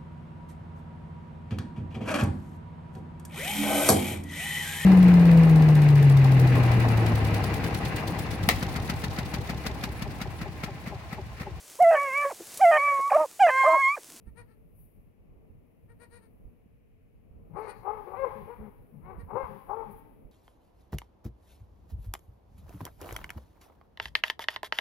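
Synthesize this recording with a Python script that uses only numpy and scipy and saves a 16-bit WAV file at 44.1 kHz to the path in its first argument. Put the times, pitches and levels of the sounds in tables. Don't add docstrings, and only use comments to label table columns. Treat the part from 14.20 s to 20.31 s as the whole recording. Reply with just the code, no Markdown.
import sys
import numpy as np
from scipy import signal
from scipy.fft import rfft, irfft
from scipy.io import wavfile
from scipy.ndimage import uniform_filter1d

SR = 44100
rng = np.random.default_rng(int(sys.argv[2]) if len(sys.argv) > 2 else 0)


def wrap_up_sound(samples):
    columns = np.atleast_2d(samples).T
    tamed = np.clip(columns, -1, 1)
    steps = np.round(tamed * 32767).astype(np.int16)
    wavfile.write(sys.argv[1], SR, steps)


N = 269583
T = np.arange(N) / SR

# (frequency [Hz], gain [dB])
RUMBLE_SPECTRUM = [(12, -40), (20, -11.5), (38, -1), (102, -1), (138, -13.5), (255, -12.5), (387, -19.5),
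                   (439, -13.5), (526, -20), (905, -31.5), (1500, -34), (1950, -76.5), (3300, -120)]
# (time [s], level [dB])
RUMBLE_LEVEL_DB = [(0.0, -60), (0.34, -64), (0.71, -60.5), (0.92, -66.5), (1.87, -62.5), (2.64, -67),
                   (3.18, -61), (3.3, -58), (3.79, -60.5), (4.3, -60), (4.53, -63.5), (4.76, -63),
                   (4.93, -54.5), (5.09, -57.5), (5.33, -60), (5.72, -59.5), (5.82, -61.5), (6.11, -71.5)]
# (frequency [Hz], gain [dB])
RUMBLE_LEFT = [(30, -7.5), (70, -1.0), (150, 9.5)]
RUMBLE_RIGHT = [(30, 13.3), (70, 0.83), (150, 1.1)]
# (time [s], level [dB])
AIR_LEVEL_DB = [(0, -70), (.8, -73), (1.15, -70), (1.5, -71), (2.3, -69.5), (2.7, -77), (3.2, -68),
                (4.6, -67), (6.1, -65.5)]
# (frequency [Hz], gain [dB])
MIC_SPECTRUM = [(500, -3.5), (1000, -3), (1500, -2), (2400, 4), (2800, -0.5), (3500, -12), (5000, -16),
                (8500, -19), (10000, -22.5)]
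# (frequency [Hz], gain [dB])
HISS_SPECTRUM = [(4000, -27), (7800, -33), (9000, -16.5), (9700, -4.5), (10400, -3), (12000, 3),
                 (13500, -9), (15600, -4)]
# (time [s], level [dB])
HISS_LEVEL_DB = [(0.0, -85), (0.54, -85.5), (0.66, -76), (0.95, -92.5), (2.11, -84.5), (2.6, -93),
                 (3.18, -91.5), (3.42, -82), (3.57, -78), (4.2, -74.5), (4.61, -82), (4.93, -82.5),
                 (5.34, -74), (5.7, -79), (5.89, -81), (6.11, -88)]
# (middle [s], half length [s], relative level [dB])
STRAW_RUSTLES = [(0.608, 0.058, -69), (1.835, .012, -80), (3.407, .016, -68), (3.5, .014, -72),
                 (5.721, 0.017, -64), (5.78, 0.034, -67.5)]

# (time [s], relative level [dB], swing pitch [Hz])
PHONE_BUMPS = [(0.071, -43.5, 61), (1.162, -55, 64.6), (1.3, -54, 75.4), (2.251, -48, 51.1),
               (2.457, -57, 48.4), (3.108, -52, 59.2), (3.157, -53.5, 75.4), (4.398, -44.5, 61.9),
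               (4.982, -42, 56.5), (5.029, -43, 83.4), (5.235, -43, 71.4), (6.048, -48, 43.1)]
# (frequency [Hz], gain [dB])
BUMP_LEFT = [(35, -6), (80, -2.5), (200, -5.5)]

# (frequency [Hz], t60 before straw damping [s])
SHED_T60 = [(200, 0.08), (500, 0.56), (1000, 0.76), (2500, 0.99), (5000, 1), (12000, 0.72)]

# (middle [s], nominal length [s], top pitch [Hz], nose level [dB], rasp level [dB],
#          whistle level before a common trim [dB])
GOAT_BLEATS = [(0.082, 0.047, 458.6, -60.5, -91, -69.5), (0.194, 0.062, 482.4, -48, -72, -56.5),
               (.312, 0.09, 445.3, -62.5, -86, -78), (1.711, 0.05, 469.6, -57, -94, -70.5),
               (1.828, 0.064, 479.6, -51, -71, -58), (1.951, 0.089, 478.5, -52.5, -69.5, -57),
               (2.041, 0.078, 451.4, -62, -83, -69), (3.388, 0.063, 456, -63, -75, -67),
               (3.447, 0.079, 473, -68, -67.5, -71), (3.501, 0.056, 487.4, -44.5, -62, -53),
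               (3.585, 0.12, 462, -72, -73.5, -78), (5.007, 0.041, 473.2, -52, -79, -65)]
# (frequency [Hz], gain [dB])
NOSE_RESONANCE = [(300, 4), (480, 2.5), (950, 0), (1430, -2.5), (1900, -0.5), (2380, -7.5), (3300, -25),
                  (4500, -29.5), (6000, -39.5), (7800, -61.5), (14000, -53)]
# (frequency [Hz], gain [dB])
NOSTRIL_RASP = [(2700, -11.5), (3400, -23), (4050, 1), (4500, 1.5), (5100, -10.5), (6100, -14.5),
                (6500, -14), (6900, -10), (7600, -36)]
# (frequency [Hz], gain [dB])
NOSE_WHISTLE = [(6500, -28), (7800, -27.5), (8500, -3), (9000, 5), (9500, -5), (10300, -3.5), (11000, -19),
                (12700, -16), (14000, -46)]
# (frequency [Hz], gain [dB])
GOAT_FAR_SIDE = [(500, -24.0), (2000, -27), (4500, -28), (9000, -39)]
# (frequency [Hz], gain [dB])
GOAT_RING = [(4500, 0), (9000, -10)]

# (frequency [Hz], gain [dB])
DOG_THROAT = [(280, -11), (420, 3.5), (540, 2.5), (670, -10), (840, 2), (1080, -6.5), (1230, -8),
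              (1400, -19), (1620, -18.5), (1850, -24), (2120, -17), (2700, -30.5), (3400, -50), (4050, -45),
              (4800, -57), (7000, -63)]
# (start [s], length [s], mid pitch [Hz], low level [dB], throat level [dB])
DOG_GROWLS = [(3.305, 0.058, 165, -48.5, -63), (4.142, 0.12, 210.5, -51, -51),
              (4.383, 0.11, 211.7, -47, -50.5), (4.725, 0.086, 148.8, -49.5, -67.5),
              (4.84, .05, 157.4, -53, -63.5), (5.131, 0.032, 201, -42, -53.5),
              (5.283, 0.1, 202.2, -51, -51.5), (5.667, 0.056, 205.6, -48, -52)]
# (start [s], length before release [s], slack pitch [Hz], top pitch before scoop [Hz],
#         pitch top delay [s], chest peak delay [s], jaw widest delay [s], jaw opening width [s],
#         chest peak level [dB], open mouth level [dB], edge level at top pitch [dB],
#         hoarseness re tone at top pitch [dB])
DOG_BARKS = [(3.336, 0.16, 384.8, 441.4, 0.091, 0.076, 0.048, 0.067, -40.5, -38.5, -54, -5),
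             (3.617, 0.17, 397.9, 438.6, 0.12, 0.11, 0.077, 0.028, -40.5, -30.5, -59, -8.5),
             (3.838, 0.11, 383.4, 392.2, .05, 0.036, 0.11, .032, -46.5, -38.5, -62.5, -2.5),
             (3.938, 0.16, 412, 547.7, 0.072, 0.092, .108, 0.014, -29.5, -32, -48.5, -22),
             (4.257, 0.068, 406.5, 495.3, .078, 0.027, 0.031, 0.1, -43.5, -48, -59.5, -11),
             (4.813, 0.16, 325, 386, .068, .1, 0.085, 0.044, -52.5, -50, -62.5, -6),
             (5.075, 0.18, 395.6, 532.4, 0.13, 0.11, 0.11, 0.074, -32, -34.5, -52.5, -13.5),
             (5.465, 0.15, 396.7, 457.8, 0.12, 0.11, 0.062, 0.027, -38.5, -29.5, -62.5, -9.5)]
# (frequency [Hz], gain [dB])
BOARD_SCATTER = [(300, -4.5), (1000, 12.5), (2500, 1.0), (3400, -9.0),
                 (4100, -15.5), (5500, -18), (7500, -27), (12000, -61.5)]
# (frequency [Hz], gain [dB])
DOG_FAR_SIDE = [(200, -12.5), (520, -13.0), (850, -20), (1300, -24.5), (2500, -14.5)]

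TOP_HZ = 15700
BREATH_DB_PER_DB = 0.35
GROWL_FADE_S, GROWL_SAG_HZ_PER_S = 0.012, 128
PUSH_S, PUSH_FLATNESS = 0.064, 2.9
CHEST_DB_PER_HZ, EDGE_DB_PER_HZ, CLEARING_DB_PER_HZ = 0.2, 0.09, 0.34
ATTACK_S, ATTACK_DB, RELEASE_DB_PER_S = 0.033, 17, 213
SCOOP_HZ, SCOOP_S = 70.64, 0.036
HOARSEST_DB = -1.5
JAW_DB = 13.5


def undb(db):
    return 10 ** (np.asarray(db) / 20)


def unit(x):
    return x / np.sqrt(np.mean(x ** 2) + 1e-20)


def curves(rows, t):
    s, *columns = np.transpose(rows)
    return [np.interp(t, s, c) for c in columns]


def at_pitch(points, hz):
    f, value = np.transpose(points)
    return np.interp(np.log(hz + 1), np.log(f), value)


def colour(x, points):
    n = x.shape[-1]
    hz = np.arange(n // 2 + 1) * SR / n
    return irfft(rfft(x) * undb(at_pitch(points, hz)), n)


def band(x, lo_hz, hi_hz):
    edges_hz = [lo_hz, min(hi_hz, SR / 2 - 100)]
    return signal.sosfiltfilt(signal.butter(3, edges_hz, "band", fs=SR, output="sos"), x)


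def walk(rate_hz, n):
    k = max(int(SR / rate_hz), 1)
    steps = np.repeat(rng.standard_normal(n // k + 1), k)
    return unit(uniform_filter1d(steps, k))[:n]


def steady(x):
    return x / np.sqrt(np.abs(uniform_filter1d(x ** 2, size=900)) + 1e-12)


def place(x, left_db, right_db):
    return x * undb([[left_db], [right_db]])


def shed(x, build_s, straw_s=1):
    t = T[:SR]
    tail = 0
    for hz in 125 * 2 ** np.arange(7):
        noise = band(rng.standard_normal((2, SR)), hz / np.sqrt(2), hz * np.sqrt(2))
        tail = tail + noise * np.exp(-np.log(1000) * t / at_pitch(SHED_T60, hz))
    tail = tail * (1 - np.exp(-t / build_s)) * np.exp(-t / straw_s)
    tail = unit(tail) / np.sqrt(2 * SR)
    return signal.fftconvolve(x[None], tail, axes=1)[:, :N]


def background(flicker_db=3.0, rumble_db=2, hiss_db=2):
    floor = colour(rng.standard_normal((2, N)), RUMBLE_SPECTRUM)
    low_db = rumble_db + curves(RUMBLE_LEVEL_DB, T)[0] + flicker_db * walk(20.98, N)
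    low = unit(band(floor, 31, 190)) * undb(low_db)
    low = np.array([colour(low[0], RUMBLE_LEFT), colour(low[1], RUMBLE_RIGHT)])
    air = unit(band(floor, 150, 1300)) * undb(curves(AIR_LEVEL_DB, T)[0] + 1.0 * walk(6.9, N))
    microphones = unit(colour(rng.standard_normal((2, N)), MIC_SPECTRUM))
    rustles = sum(undb(db) * np.exp(-((T - s) / half_s) ** 2) for s, half_s, db in STRAW_RUSTLES)
    hiss_and_rustles = np.hypot(undb(hiss_db + curves(HISS_LEVEL_DB, T)[0]), rustles)
    high = unit(colour(rng.standard_normal((2, N)), HISS_SPECTRUM))
    high = high * hiss_and_rustles * undb(0.4 * walk(33, N))
    return low + place(air, 8.7, 2.8) + place(microphones, -80.0, -82.0) + place(high, 7.44, -1.4)


def bumps(decay_s=0.023, knock_db=-7, case_hz=400, knock_s=0.0083):
    out = np.zeros(N)
    for s, db, hz in PHONE_BUMPS:
        t = np.maximum(T - s, 0)
        swing = np.sin(2 * np.pi * hz * t) * np.exp(-t / decay_s)
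        knock = unit(band(rng.standard_normal(N), 130, 260)) * np.exp(-t / knock_s) * (t > 0)
        out += undb(db) * (swing + undb(knock_db) * knock)
    out = signal.sosfilt(signal.butter(3, case_hz, fs=SR, output="sos"), out)
    return np.array([colour(out, BUMP_LEFT), undb(10.5) * out])


def goat(arch=0.06, jitter=0.011, breath_db=-12, whistle_tone_db=-1, brighten_db_per_db=0.62):
    voice = np.zeros(N)
    for s, length, hz, db, rasp_db, whistle_db in GOAT_BLEATS:
        inside = np.abs(T - s) < length
        u = (T[inside] - s) / length
        n = len(u)
        pitch_hz = hz * (1 - arch * (2 * u) ** 2 + jitter * walk(400, n))
        phase = 2 * np.pi * np.cumsum(pitch_hz) / SR
        buzz = unit(sum(np.cos(k * phase + rng.uniform(0, 2 * np.pi)) for k in range(1, 29)))
        air = rng.standard_normal(n) * (1 + np.cos(phase))
        effort = [(480, np.clip(-brighten_db_per_db * (db + 49.5), -10, 3)), (950, 0.0013)]
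        leak_db = breath_db + BREATH_DB_PER_DB * max(-42 - db, 0)
        nose = colour(buzz + undb(leak_db) * air, NOSE_RESONANCE)
        nose = unit(colour(nose, effort)) * undb(db)
        breathy = undb(whistle_tone_db) * buzz + air
        rasp = unit(colour(breathy, NOSTRIL_RASP)) * undb(rasp_db)
        whistle = unit(colour(breathy, NOSE_WHISTLE)) * undb(whistle_db - 1.5)
        swell = np.exp(-np.abs(u / 0.4) ** 2.4) * undb(walk(160, n))
        voice[inside] += swell * (nose + rasp + whistle)
    far_side = colour(voice, GOAT_FAR_SIDE)
    ring = shed(colour(voice, GOAT_RING), build_s=0.003, straw_s=0.03)
    return np.array([voice, far_side]) + place(ring, -7.5, -11.5)


def growl(start, length, hz, db, throat_db, jitter=0.028, shimmer_db=0.0, air_db=-2, flutter_db=-2.0):
    inside = (T > start - GROWL_FADE_S) & (T < start + length + GROWL_FADE_S)
    t = T[inside] - start
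    n = len(t)
    pitch_hz = (hz - GROWL_SAG_HZ_PER_S * (t - length / 2)) * (1 + jitter * walk(250, n))
    phase = 2 * np.pi * np.cumsum(pitch_hz) / SR
    flutter = unit(band(rng.standard_normal(n), 92, 230))
    low = steady(np.cos(phase) + undb(flutter_db) * flutter)
    air = unit(colour(rng.standard_normal(n) * (1 + np.cos(phase)), DOG_THROAT))
    throat = unit(np.cos(2 * phase) + undb(air_db) * air)
    fade = np.clip(np.minimum(t - t[0], t[-1] - t) / (2 * GROWL_FADE_S), 0, 1)
    out = np.zeros(N)
    out[inside] = (undb(db) * low + undb(throat_db) * throat) * fade * undb(shimmer_db * walk(90, n))
    return out


def bark(start, length, low_hz, top_hz, top_s, loudest_s, widest_s, open_s, chest_db, mouth_db, edge_db,
         hoarse_db, jitter=0.01377, shimmer_db=2.0, half_db=-8, upper_rasp_db=4):
    inside = (T > start) & (T < start + length + 40 / RELEASE_DB_PER_S)
    t = T[inside] - start
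    n = len(t)

    def slack(peak_s):
        return (top_hz - low_hz) * (1 - np.exp(-np.abs((t - peak_s) / PUSH_S) ** PUSH_FLATNESS))

    slack_hz, chest_slack_hz = slack(top_s), slack(loudest_s)
    hz = top_hz - slack_hz - SCOOP_HZ * np.exp(-t / SCOOP_S)
    shut = 1 - np.exp(-((t - widest_s) / open_s) ** 2)
    rasp_db = np.minimum(hoarse_db + CLEARING_DB_PER_HZ * slack_hz, HOARSEST_DB)
    wobble = jitter * (0.7 + undb(rasp_db)) * walk(250, n)
    phase = 2 * np.pi * np.cumsum(hz * (1 + wobble)) / SR
    partials = sum(np.cos(k * phase + rng.uniform(0, 2 * np.pi)) for k in range(1, 13))
    tone = unit(colour(partials, DOG_THROAT))
    subharmonics = sum(np.cos((k + 0.5) * phase + rng.uniform(0, 2 * np.pi)) for k in range(1, 12))
    halves = unit(colour(subharmonics, DOG_THROAT))
    air = unit(colour(rng.standard_normal(n) * (1 + 1.1 * np.cos(phase)), DOG_THROAT))
    hoarse = undb(rasp_db) * (air + undb(half_db) * halves)
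    chest = steady(band(tone + hoarse, 300, 645)) * undb(chest_db - CHEST_DB_PER_HZ * chest_slack_hz)
    mouth = steady(band(tone + hoarse, 658, 1470)) * undb(mouth_db - JAW_DB * shut)
    edge = steady(band(tone + undb(upper_rasp_db) * hoarse, 1180, 6500))
    edge = edge * undb(edge_db - EDGE_DB_PER_HZ * slack_hz)
    attack_db = -ATTACK_DB * np.maximum(1 - t / ATTACK_S, 0)
    release_db = -RELEASE_DB_PER_S * np.maximum(t - length, 0)
    out = np.zeros(N)
    out[inside] = (chest + mouth + edge) * undb(attack_db + release_db + shimmer_db * walk(90, n))
    return out


def dog():
    voice = sum(bark(*row) for row in DOG_BARKS) + sum(growl(*row) for row in DOG_GROWLS)
    loudness = np.sqrt(np.abs(uniform_filter1d(voice ** 2, size=900)))
    scatter = loudness * unit(colour(rng.standard_normal(N), BOARD_SCATTER))
    direct = np.array([undb(3.0) * voice, colour(voice, DOG_FAR_SIDE)])
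    ring = place(shed(voice, build_s=0.0035), -2.5, -21.0)
    late_hiss = place(shed(scatter, build_s=0.22), -26.5, -27.0)
    return direct + ring + late_hiss


def scene():
    return background() + bumps() + goat() + dog()


def record(dry):
    return signal.sosfilt(signal.ellip(10, 0.2, 70, TOP_HZ, fs=SR, output="sos"), dry)


dry = scene()
out = record(dry)
wrap_up_sound(out)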